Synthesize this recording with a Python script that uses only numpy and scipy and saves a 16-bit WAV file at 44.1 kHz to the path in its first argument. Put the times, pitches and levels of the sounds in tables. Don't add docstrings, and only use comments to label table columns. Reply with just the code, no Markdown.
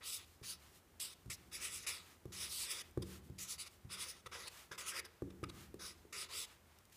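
import sys
import numpy as np
from scipy import signal
from scipy.fft import rfft, irfft
from scipy.io import wavfile

SR = 44100
rng = np.random.default_rng(int(sys.argv[2]) if len(sys.argv) > 2 else 0)


def undo_db(level):
    steps = np.asarray(level, float) / 20
    return 10 ** steps


def store_wav(level_fs):
    pcm = np.round(np.clip(np.atleast_2d(level_fs), -1, 1) * 32767)
    wavfile.write(sys.argv[1], SR, pcm.T.astype(np.int16))


N = 306936
CONTROL_STEP = 32


def rms_one(x):
    return x / np.sqrt(np.mean(x ** 2) + 1e-20)


def drift(rate):
    r = np.exp(-80 * np.pi * rate / SR)
    noise = rng.standard_normal(N // 40 + 2002)
    slow = signal.lfilter([1], [1, -2 * r, r * r], noise)[2000:]
    return np.interp(np.arange(N) / 40, np.arange(len(slow)), rms_one(slow))


def band(x, low_hz, high_hz):
    return signal.sosfilt(signal.butter(2, [low_hz, high_hz], "band", fs=SR, output="sos"), x)


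def coloured(spectrum):
    hz, level_db = np.transpose(spectrum)
    grid = np.maximum(np.fft.rfftfreq(N, 1 / SR), 1)
    gain = undo_db(np.interp(np.log(grid), np.log(hz), level_db))
    return rms_one(irfft(rfft(rng.standard_normal(N)) * gain, N))


def resonate(x, hz, width_hz):
    r = np.exp(-np.pi * width_hz / SR)
    feedback = [1, -2 * r * np.cos(2 * np.pi * hz / SR), r * r]
    return signal.lfilter(np.array([1, 0, -1]) * (1 - r * r) / 2, feedback, x)


def smooth(coarse):
    return np.interp(np.arange(N) / CONTROL_STEP, np.arange(len(coarse)), coarse)


def swells(rows, steep=2):
    s, db, half_width, *extras = np.transpose(rows)[:, :, None]
    t = np.arange(0, N + CONTROL_STEP, CONTROL_STEP) / SR
    bells = undo_db(db) * np.exp(-np.abs((t - s) / half_width) ** steep) + 1e-9
    weight = bells ** 2
    return bells, *[smooth((weight * extra).sum(0) / weight.sum(0)) for extra in extras]


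def still_air():
    # hz, level_db (per Hz)
    air_colour = [(15, -39), (25, -39), (55, -23), (82, 15), (156, -4), (378, 1), (741, -1), (1300, -3),
                  (4260, -12.5), (9550, -13), (15500, -15)]
    return undo_db(-69.5) * coloured(air_colour)


def board_rumble():
    # time_s, level_db
    weight = [(0.0, -69), (1.26, -69), (1.47, -62.5), (2.201, -69), (2.46, -64), (2.77, -67.5), (2.98, -62),
              (3.6, -68.5), (4.36, -66.5), (4.75, -71), (4.88, -66), (5.271, -74), (5.42, -55),
              (5.93, -65.5), (6.96, -73)]
    # hz, level_db (per Hz)
    rumble_colour = [(18, -52), (30, -6), (81, 0), (119, -12.5), (184, -10), (298, -16), (351, -12.5),
                     (625, -40), (800, -26.5), (1040, -41), (1760, -120)]
    level_db = np.interp(np.arange(N) / SR, *np.transpose(weight))
    return undo_db(level_db + 0.57 * drift(3.6)) * coloured(rumble_colour)


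def tip_motion():
    # start_s, length_s
    contacts = [(.006, .24), (0.425, 0.15), (.996, .14), (1.297, 0.087), (1.511, 0.35), (1.864, .19),
                (2.318, .5), (3.019, 0.051), (3.381, 0.28), (3.577, 0.1), (3.889, 0.32), (4.256, 0.019),
                (4.312, 0.17), (4.712, 0.045), (4.776, 0.2246), (5.032, .046), (5.3, .008), (5.435, .029),
                (5.483, 0.019), (5.789, .19), (6.124, 0.17), (6.285, .17)]
    # time_s, scratch_db, half_width_s, slant_db, twist_db
    strokes = [(0.082, -44.5, 0.034, -1.9, -5), (0.144, -44.5, 0.033, -5.7, -4),
               (0.195, -58.5, 0.061, 1, -3), (0.446, -57.8, 0.02, 6, 0), (0.491, -49, 0.044, -4, -4),
               (0.517, -54.5, 0.029, -3, -7), (1.018, -47.5, 0.03, -1.5, 1),
               (1.025, -50.5, 0.094, -2.5, 0), (1.137, -65, 0.017, -7, 0), (1.309, -44, 0.027, 3, 1.5),
               (1.339, -52, 0.014, -14, -7), (1.882, -39.5, 0.031, 6, 2.5),
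               (1.945, -51, 0.048, 0.2, -1), (2.015, -68.5, 0.091, -4, -4.5),
               (4.155, -64, 0.065, -1.5, -1), (5.845, -51, 0.052, -3.5, -2),
               (5.887, -58.5, 0.038, -6, 7), (6.128, -47.5, 0.036, 3, 6.5),
               (6.208, -45, 0.04, -1.5, 2.5), (6.355, -49, 0.053, -2.5, 0), (6.403, -47, 0.051, -4, 3),
               (6.438, -59, 0.009, 2, -3.5),
               (1.552, -45.5, 0.027, 0, 0), (1.649, -43, 0.039, 2, -1.5), (1.755, -44.5, 0.044, -2.6, 0),
             (1.837, -54.5, 0.024, -6, 4), (2.365, -50.5, 0.092, -0.8, 0), (2.438, -46, 0.038, 2.5, 1),
             (2.54, -45.5, 0.041, -5, -3), (2.616, -43.4, 0.038, -2.5, -0.5), (2.714, -43, 0.015, 2, 2.5),
             (2.765, -48, 0.14, 2, 1), (3.39, -51.5, 0.025, -2.3, 4), (3.43, -47.5, 0.026, -6, 0),
             (3.514, -43.5, 0.032, -5, 0), (3.611, -46, 0.026, -2, 6.5), (3.7, -47.5, 0.035, 0, 3.5),
             (3.934, -44.5, 0.025, 2.5, 4), (4.021, -44.5, 0.036, 0.4, 1.5), (4.096, -48.5, 0.024, -4, 0),
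             (4.345, -51, 0.031, 7, 2.5), (4.418, -54, 0.063, 0, -2), (4.491, -44.5, 0.015, 1.7, 4),
             (4.78, -47, 0.058, 0.8, 0.5), (4.89, -42.5, 0.024, -1.4, -1.5), (5.004, -42, 0.064, 5.5, 0)]
    # time_s, scratch_db, half_width_s, slant_db, twist_db
    dabs = [
        (0.022, -64, 0.036, 14, -2),
        (3.022, -49, 0.011, -2, -2.5),
        (4.267, -51.5, 0.01, 6, -1.5),
        (4.721, -50, 0.014, 8, -4),
        (4.752, -59, 0.014, 21, -8),
        (5.056, -51.5, 0.0084, -26, -9),
        (5.308, -62, 0.0086, 2.5, 2),
        (5.439, -43.5, 0.0058, 15.5, 5.5),
        (5.5, -55, 0.01, -0.5, 2),
    ]
    break_loose_s, lift_s = 0.0057, 0.0039
    rows = strokes + dabs
    bells, slant_db, twist_db = swells(rows)
    start, length = np.transpose(contacts)[:, :, None]
    since = np.arange(bells.shape[1]) * CONTROL_STEP / SR - start
    touch = np.clip(since / break_loose_s, 0, 1) * np.exp(-np.maximum(since - length, 0) / lift_s)
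    owner = np.searchsorted(start[:, 0] - .015, np.array(rows)[:, 0]) - 1
    return smooth((bells * touch[owner]).sum(0)), slant_db, twist_db


def slips(per_s, spread_db):
    sizes = undo_db(spread_db * np.minimum(rng.exponential(1, N), 4)) * rng.choice([-1, 1], N)
    return rms_one(sizes * (rng.random(N) < per_s / SR))


def body(drive, modes, wander_db, lean_db=0):
    lowest_hz = modes[0][0]
    shares = np.array([undo_db(db + wander_db * drift(8.7) - lean_db * np.log2(hz / lowest_hz))
                       for hz, width, db in modes])
    energy = sum(share ** 2 * width for share, (hz, width, db) in zip(shares, modes))
    shares = shares / np.sqrt(energy)
    out = np.zeros(N)
    for k, (hz, width, db) in enumerate(modes):
        out += (-1) ** k * shares[k] * resonate(drive, hz, width)
    return rms_one(out)


def hand_echo(x):
    echo_gain = .3
    lag = SR * (.00022 + .00004 * drift(2.5))
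    echo = np.interp(np.arange(N) - lag, np.arange(N), x)
    return (x + echo_gain * echo) / np.sqrt(1 + echo_gain ** 2)


def marker():
    # pitch_hz, width_hz, level_db
    barrel_low = [(1000, 190, -6), (1294, 200, 1.5), (1600, 210, -2), (1952, 192, 0.5)]
    barrel_upper = [(2305, 466, -2.5), (2950, 470, -1.5), (3430, 240, 0), (3860, 343, -3)]
    barrel_mid = [(4510, 510, -2.5), (5090, 570, 2.5), (6400, 1220, -3.5)]
    tip_high = [(7090, 880, -8.5), (7850, 510, -0.5), (9230, 680, -2), (10200, 760, -1.5), (11150, 980, -5),
                (12300, 1340, -8.5), (14800, 1300, -7.5)]
    # pitch_hz, width_hz, level_db
    board_scrape = [(350, 46, 6), (513, 146, 3.5)]
    brisk_db, slowest_db = -44, -14.5

    gain, slant_db, twist_db = tip_motion()
    speed_db = np.maximum(20 * np.log10(gain + 1e-9) - brisk_db, slowest_db)

    def group_gain(when_brisk_db, per_speed_db, slant, twist, db_per_s):
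        angle_db = slant * slant_db + twist * twist_db
        return undo_db(when_brisk_db + per_speed_db * speed_db + angle_db + db_per_s * np.arange(N) / SR)

    low = group_gain(-13.5, per_speed_db=-0.7, slant=1.256, twist=-0.5, db_per_s=1.43)
    upper = group_gain(0.89, per_speed_db=-0.17, slant=0.59, twist=0.34, db_per_s=-0.17)
    bright = group_gain(5, per_speed_db=0.27, slant=-0.24, twist=0.34, db_per_s=-0.7)

    drive = slips(per_s=14000, spread_db=2.2) * undo_db(.7 * drift(40.0))
    tones = low * body(band(drive, 660, 2470), barrel_low, wander_db=2.9, lean_db=-.5 * twist_db)
    upper_lean_db = 1.0 * slant_db + 0.82 * twist_db
    tones = tones + upper * body(band(drive, 1670, 5460), barrel_upper, wander_db=2.1, lean_db=upper_lean_db)
    mid_lean_db = 0.13 * slant_db + 0.41 * twist_db
    tones = tones + body(band(drive, 3200, 7600), barrel_mid, wander_db=2.4, lean_db=mid_lean_db)
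    tip_lean_db = 0.95 * twist_db + 0.29 * slant_db
    tones = tones - bright * body(band(drive, 4500, 13400), tip_high, wander_db=1.17, lean_db=tip_lean_db)
    tones = tones - 0.077 * resonate(tones, 11300, 410)
    tones = tones + undo_db(-10.5) * low * body(band(drive, 140, 1800), board_scrape, wander_db=1.5)
    return gain * hand_echo(tones) / np.sqrt(1 + upper ** 2 + bright ** 2)


def hand():
    # time_s, level_db, half_width_s, low_part_db
    slides = [(.3, -69.5, .07, -30), (.65, -66.5, 0.057, -3), (.76, -65.5, .04, -22.5),
              (1.17, -77, 0.12, -20), (1.41, -72, 0.097, -4), (2.09, -66, 0.072, -2.5),
              (2.86, -69.5, 0.048, -2), (3.09, -60.5, 0.043, -10), (3.15, -60, 0.038, -7),
              (3.26, -70, 0.031, -22), (3.73, -68.5, 0.045, -20), (4.575, -59.5, 0.079, -4),
              (5.12, -86.5, 0.11, 10), (5.6, -62, 0.07, -3.5), (5.98, -74, 0.057, -2),
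              (6.5, -69, 0.065, 1.5), (6.74, -83, 0.09, 8), (6.927, -63, 0.0046, -31),
              (6.955, -66, 0.036, -26)]
    # hz, level_db (per Hz)
    slide_colour = [(300, -30), (600, -6), (1200, 0), (3000, -1), (5000, -3), (9000, -4), (15500, -8)]
    bells, low_db = swells(slides, steep=2.2)
    hiss = coloured(slide_colour) * undo_db(0.81 * drift(45.0))
    low = signal.lfilter(*signal.butter(1, 2200, fs=SR), hiss)
    return smooth(bells.sum(0)) * (rms_one(hiss - low) + undo_db(low_db + 2.0) * rms_one(low))


def strike(times, blow_db, modes, luck_db):
    at, out = (times * SR).astype(int), np.zeros(N)
    luck = rng.normal(0, 1, (len(at), len(modes)))
    for k, (hz, level_db, t60) in enumerate(modes):
        clicks = np.full(N, 1e-18)
        clicks[at] = undo_db(blow_db + level_db + luck_db * luck[:, k])
        r, w = undo_db(-60 / (t60 * SR)), 2 * np.pi * hz / SR
        out += signal.lfilter([0, np.sin(w)], [1, -2 * r * np.cos(w), r * r], clicks)
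    return out


def snaps(times, peak_db, decay_s, low_hz):
    clicks = np.full(N, 1e-18)
    clicks[(np.array(times) * SR).astype(int)] = undo_db(peak_db)
    shape = signal.lfilter([1], [1, -np.exp(-1 / (decay_s * SR))], clicks)
    return shape * rms_one(band(rng.standard_normal(N), low_hz, 15000))


def thumps():
    # time_s, push_db, knock_db, paper_tick_db
    blows = [(0.4135, -49.5, -58.5, -69), (1.259, -45, -60.5, -62), (1.277, -46, -70, -71),
             (2.2548, -42.5, -47.5, -58), (2.966, -48, -80, -85), (2.9743, -33, -35, -56),
             (3.2984, -42, -55.5, -62), (3.847, -44, -64.5, -69), (4.259, -55.5, -75, -67),
             (4.711, -54, -62, -75), (5.2211, -40, -39, -59.5), (5.43, -41.5, -43, -56),
             (5.4393, -55, -58, -72), (5.742, -56, -47.5, -55), (6.051, -69, -58.5, -79)]
    # pitch_hz, level_db, t60_s
    push_modes = [(113.3, 4.5, 0.05)]
    # pitch_hz, level_db, t60_s
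    knock_modes = [(353, -0.5, 0.031), (503, -4, 0.028), (540, -12.5, 0.017), (830, -15, 0.026),
                   (1180, -3, 0.012), (1600, -9, 0.011)]
    # pitch_hz, level_db, t60_s
    board_low = [(74.7, -16.5, 1.0), (100.8, -14, 0.57), (152.4, -20, 0.46), (187.7, -17, 0.77),
                 (228.6, -16, 0.23)]
    # pitch_hz, level_db, t60_s
    board_high = [(282, -14.5, 0.3), (349, -32, 0.3), (410, -9, 0.1), (519, -23, 0.32)]
    bounce_s, bounce_gain = 0.002725, 0.43
    contact_s = 0.00055

    s, push_db, knock_db, tick_db = np.transpose(blows)
    both_db = 10 * np.log10(undo_db(push_db) ** 2 + undo_db(knock_db) ** 2)
    knock = -strike(s, knock_db, knock_modes, luck_db=0)
    knock = knock - bounce_gain * strike(s + bounce_s, knock_db, knock_modes, luck_db=1.5)
    knock = undo_db(-4) * knock + undo_db(6.5) * resonate(knock, 392, 200)
    hit = knock + strike(s + .0015, push_db, push_modes, luck_db=0)
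    hit = hit + strike(s + 0.0042, both_db, board_low, luck_db=0)
    hit = hit + strike(s + 0.00594, knock_db, board_high, luck_db=6.5)
    felt = np.hanning(int(contact_s * SR) + 3)
    softened = signal.lfilter(felt / felt.sum(), [1], hit)
    return softened + snaps(s + 0.00075, tick_db, decay_s=0.002, low_hz=900)


def paper_ticks():
    # time_s, peak_db
    ticks = [
        (0.9044, -60),
        (1.0016, -30),
        (2.911, -51),
        (4.778, -52),
        (4.9944, -47.5),
        (5.0002, -55),
        (6.1283, -37),
        (6.787, -45),
        (6.8534, -49.5),
        (6.898, -55),
    ]
    s, peak_db = np.transpose(ticks)
    return snaps(s, peak_db - 10, decay_s=.0018, low_hz=3000)


def room(x):
    t60_s = 0.92
    t = np.arange(SR) / SR
    noise = rng.standard_normal((2, SR)) * (t > .008)
    bass = band(noise[0], 61, 470) * undo_db(-60 * t / t60_s)
    treble = band(noise[1], 550, 4000) * undo_db(-60 * t / (0.5 * t60_s))
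    tail = bass + undo_db(-4) * treble
    return signal.fftconvolve(x, rms_one(tail) / np.sqrt(SR))[:N]


def scene():
    near = marker() + hand() + thumps() + paper_ticks()
    return (near + undo_db(-19) * room(near) + board_rumble() + still_air())[None]


def low_pass(x):
    return signal.sosfilt(signal.butter(12, 15890, fs=SR, output="sos"), x)


def record(dry):
    thin = signal.sosfilt(signal.butter(2, 60, "high", fs=SR, output="sos"), dry)
    cut = signal.sosfilt(signal.ellip(10, .5, 70, 15390, fs=SR, output="sos"), thin)
    return low_pass(cut)


dry = scene()
out = record(dry)
store_wav(out)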